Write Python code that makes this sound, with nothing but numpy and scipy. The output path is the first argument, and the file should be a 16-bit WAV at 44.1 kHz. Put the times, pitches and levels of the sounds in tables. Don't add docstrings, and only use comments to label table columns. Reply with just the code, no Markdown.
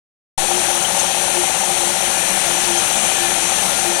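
import sys
import numpy as np
from scipy import signal
from scipy.fft import rfft, irfft
from scipy.io import wavfile
from scipy.ndimage import uniform_filter1d

SR = 44100
rng = np.random.default_rng(int(sys.argv[2]) if len(sys.argv) > 2 else 0)


def to_wav(sig):
    pcm = np.clip(np.atleast_2d(sig), -1, 1) * 32767
    pcm = np.round(pcm).astype(np.int16)
    wavfile.write(sys.argv[1], SR, pcm.T)


def invert_db(level):
    return 10 ** (np.asarray(level, dtype=float) / 20)


N = 176400
T = np.arange(N) / SR
F = np.maximum(np.arange(N // 2 + 1) * SR / N, 1.)


def col(table, k):
    points = np.array(table, float)
    return np.interp(T, points[:, 0], points[:, k])


def level(x, db):
    return x * invert_db(db) / np.sqrt(np.mean(x ** 2))


def ring(x, hz, width):
    return signal.lfilter(*signal.iirpeak(hz, hz / width, fs=SR), x)


def lowpass(x, hz, order):
    return signal.lfilter(*signal.butter(order, hz, fs=SR), x)


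def walk(rate):
    hold = int(SR / rate)
    steps = np.repeat(rng.standard_normal(N // hold + 1), hold)
    return 1.262 * uniform_filter1d(uniform_filter1d(steps, hold), hold)[:N]


START_S = .3765


def thump():
    since = np.clip(T - START_S, 0, 9)
    return -.09 * np.exp(-since / 0.055) * np.array([[1], [.04]])


# time in seconds, speed in turns per second.
PULLEY_SPEED = [(0, 15.14), (1.93, 15.14), (2.05, 14.7), (2.4, 14.7), (2.6, 14.87), (4, 14.87)]
# time in seconds, bite from 0 to 1.
BITE = [(0, 0), (2.0, 0), (2.1, 1), (3.7, 1), (4, .7)]


def wire_motion():
    turns = np.cumsum(col(PULLEY_SPEED, 1)) / SR
    turns = turns - np.interp(.5, T, turns)
    bead_hz = 353 * (1 - .017 * col(BITE, 1))
    return turns, 2 * np.pi * np.cumsum(bead_hz) / SR


# time in seconds, grinding level in dB.
EFFORT = [(0.4, -19), (0.97, -19.5), (0.99, -18), (1.07, -19.5), (2.0, -19.5), (2.2, -18.5), (3.72, -18.5),
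          (4.0, -20)]
# frequency in Hz, level in dB per Hz.
GRIND_COLOUR = [(25, -14), (120, -12.5), (1100, -7.5), (3600, -8), (5000, -16), (9500, -3), (12400, -17.5),
                (16000, -28.5)]
# frequency in Hz, width in Hz, lift in dB.
SLAB_RINGS = [(186.7, 57, 10.5), (686, 180, 6), (2900, 1600, 2.5), (4490, 99, 7), (6020, 960, 10),
              (6390, 150, 1.5), (7360, 290, 3), (7950, 500, -0.5), (8860, 180, 2), (9590, 220, 3),
              (12750, 110, -15), (13200, 250, -6), (14000, 1500, 4)]


def grinding(bead_phase):
    grit_per_s, grit_spread_db = 2500, 1.3
    hits = rng.random(N) < grit_per_s / SR
    grit = hits * rng.standard_normal(N) * invert_db(grit_spread_db * rng.exponential(size=N))
    pressure = 1 + .06 * np.cos(bead_phase)
    raw = (rng.standard_normal(N) + level(grit, -8)) * pressure

    colour_hz, colour_db = np.array(GRIND_COLOUR).T
    db = np.interp(np.log(F), np.log(colour_hz), colour_db)
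    db = db + sum(lift / (1 + (2 * (F - hz) / width) ** 2) for hz, width, lift in SLAB_RINGS)
    coloured = rfft(raw) * invert_db(db)

    out, neighbour = 0, walk(7)
    place = 3 * np.log2(F / 20)
    for band in range(30):
        neighbour = .8 * neighbour + .6 * walk(7)
        share = np.cos(np.pi / 2 * np.clip(place - band, -1, 1)) ** 2
        out = out + irfft(coloured * share, N) * invert_db(-0.1 * neighbour + 0.82 * walk(18))
    return level(out, 0) * invert_db(col(EFFORT, 1) + 4.5)


# place in the turn from 0 to 1, strength in dB, struck part of the stand in Hz.
KNOCKS = [(.02, -12, 780), (.07, 2, 540), (.11, -12, 800), (.185, 2, 820), (.25, -1, 560), (.33, -12, 700),
          (.46, -9, 720), (.62, -18, 640), (.78, 1, 730), (.83, -5, 850), (.88, -6, 560)]
# frequency in Hz, width in Hz, level in dB.
STAND_MODES = [(565.4, 28, -3), (635, 53, -6), (706, 84, -6.5), (776.3, 25.8, 3.5), (856, 39, 1),
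               (880, 54, -12)]


def pulley(turns):
    scatter_db, jitter_s, width_hz = 1.5, .0004, 320
    pushes = 0
    for place, db, hz in KNOCKS:
        chance = rng.standard_normal((80, 2))
        when = np.interp(np.arange(-10, 70) + place, turns, T) + jitter_s * chance[:, 0]
        blows = np.zeros(N)
        blows[np.clip(when * SR, 0, N - 1).astype(int)] = invert_db(db + scatter_db * chance[:, 1])
        blows[[0, -1]] = 0
        pushes = pushes + ring(ring(blows, hz, width_hz), hz, width_hz)
    stand = sum(invert_db(db) * ring(pushes, hz, width) * 50 / width for hz, width, db in STAND_MODES)
    return level(stand, -21) * invert_db(-2 * col(BITE, 1))


# frequency in Hz, level in dB.
WHINE = [(3984, -45), (4016, -44.5), (4081, -47.5), (4177, -44)]


def drive():
    return sum(invert_db(db + 8.5 + 0.83 * walk(2.54)) * np.sin(2 * np.pi * hz * T) for hz, db in WHINE)


# start in seconds, length in seconds, level in dB.
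HUM_BURSTS = [(0.417, 0.027, -29.5), (0.485, 0.12, -25.5), (0.665, 0.14, -31.5), (1.16, 0.12, -32.5),
              (1.354, 0.076, -24), (1.685, 0.073, -32), (1.8, 0.026, -31), (1.852, 0.11, -31),
              (2.031, 0.047, -32.5), (2.45, 0.18, -33), (2.685, 0.11, -28), (3.187, 0.13, -29),
              (3.358, 0.15, -33), (3.867, 0.1, -28.5)]
# multiple of the rate, level in dB, extra level at full bite in dB.
BEAD_ORDERS = [(2, -37, 1), (4, -36, 3), (5, -36, 2.5), (7, -32.5, 2.5), (9, -35, -1), (17, -36, 0),
               (26, -36, 1)]


def beads(bead_phase):
    flicker_db, edge_s = 2.8, 0.046

    def wavering(share, rate):
        return bead_phase + 2 * np.pi * np.cumsum(350 * share * walk(rate)) / SR

    hum = invert_db(-34.5)
    for start, length, db in HUM_BURSTS:
        to_edge = np.minimum(T - start, start + length - T)
        hum = hum + invert_db(db + 2) * np.clip(to_edge / edge_s + .5, 0, 1)
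    out = hum * invert_db(flicker_db * walk(24.93)) * np.sin(wavering(.011, 20))

    bite_swing = 2 * col(BITE, 1) - 1
    for order, db, bite_db in BEAD_ORDERS:
        patches_db = db + bite_db * bite_swing + 2 * walk(5.7) + flicker_db * walk(40.44)
        out = out + invert_db(patches_db) * np.sin(order * wavering(.012, 90))
    return out


# start in seconds, length in seconds, level in dB, centre in Hz.
CATCHES = [
    (.990, 0.012, -14.5, 6600),
    (.992, .004, -17, 3120),
    (2.641, 0.011, -18, 2900),
    (2.641, .01, -20, 4450),
    (2.774, 0.016, -17, 6300),
    (.846, 0.01, -19, 3100),
    (0.82, 0.011, -21, 6600),
]


def catches():
    out = np.zeros(N)
    for start, length, db, hz in CATCHES:
        u = (T - start) / length
        shape = np.clip(u * 8, 0, 1) * np.exp(-np.clip(u - 1, 0, 50) * 1.7)
        out += level(ring(rng.standard_normal(N), hz, hz * 0.07), db) * shape
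    return out


def handling_rumble():
    return level(lowpass(rng.standard_normal(N), 8.9, order=1), -59.5)


def blocked_port(saw, rumble):
    hiss = level(lowpass(rng.standard_normal(N), 2800, order=4), -96)
    return invert_db(-49) * lowpass(saw, 905, order=2) + lowpass(rumble, 1500, order=2) + hiss


# frequency in Hz, share of moments a narrow band drops out.
DROPOUTS = [(4600, 0), (5100, .15), (5500, 0), (11600, 0), (12500, .45), (13700, .3), (14700, .45),
            (15200, .85)]


def starve(x):
    hz, _, z = signal.stft(x, SR, nperseg=2048)
    chance = rng.random((210, z.shape[-1] // 2 + 1))
    chance[141:] = chance[141]
    chance = np.repeat(np.repeat(chance, 5, axis=0), 2, axis=1)
    keep = chance[:len(hz), :z.shape[-1]] > np.interp(hz, *np.array(DROPOUTS).T)[:, None]
    return signal.istft(z * np.maximum(keep, .003), SR, nperseg=2048)[1][:, :N]


def scene():
    turns, bead_phase = wire_motion()
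    saw = grinding(bead_phase) + pulley(turns) + drive() + beads(bead_phase) + catches()
    rumble = handling_rumble()
    open_port = saw + invert_db(10) * np.roll(rumble, 9000)
    return np.array([open_port, blocked_port(saw, rumble)])


def low_pass(x):
    return signal.sosfilt(signal.butter(12, 15750, fs=SR, output="sos"), x)


def record(dry):
    limited = np.tanh((dry + thump()) * 1.25) / 1.25
    opening = np.clip((T - START_S) / .003, 0, 1)
    return low_pass(starve(limited) * opening)


dry = scene()
out = record(dry)
to_wav(out)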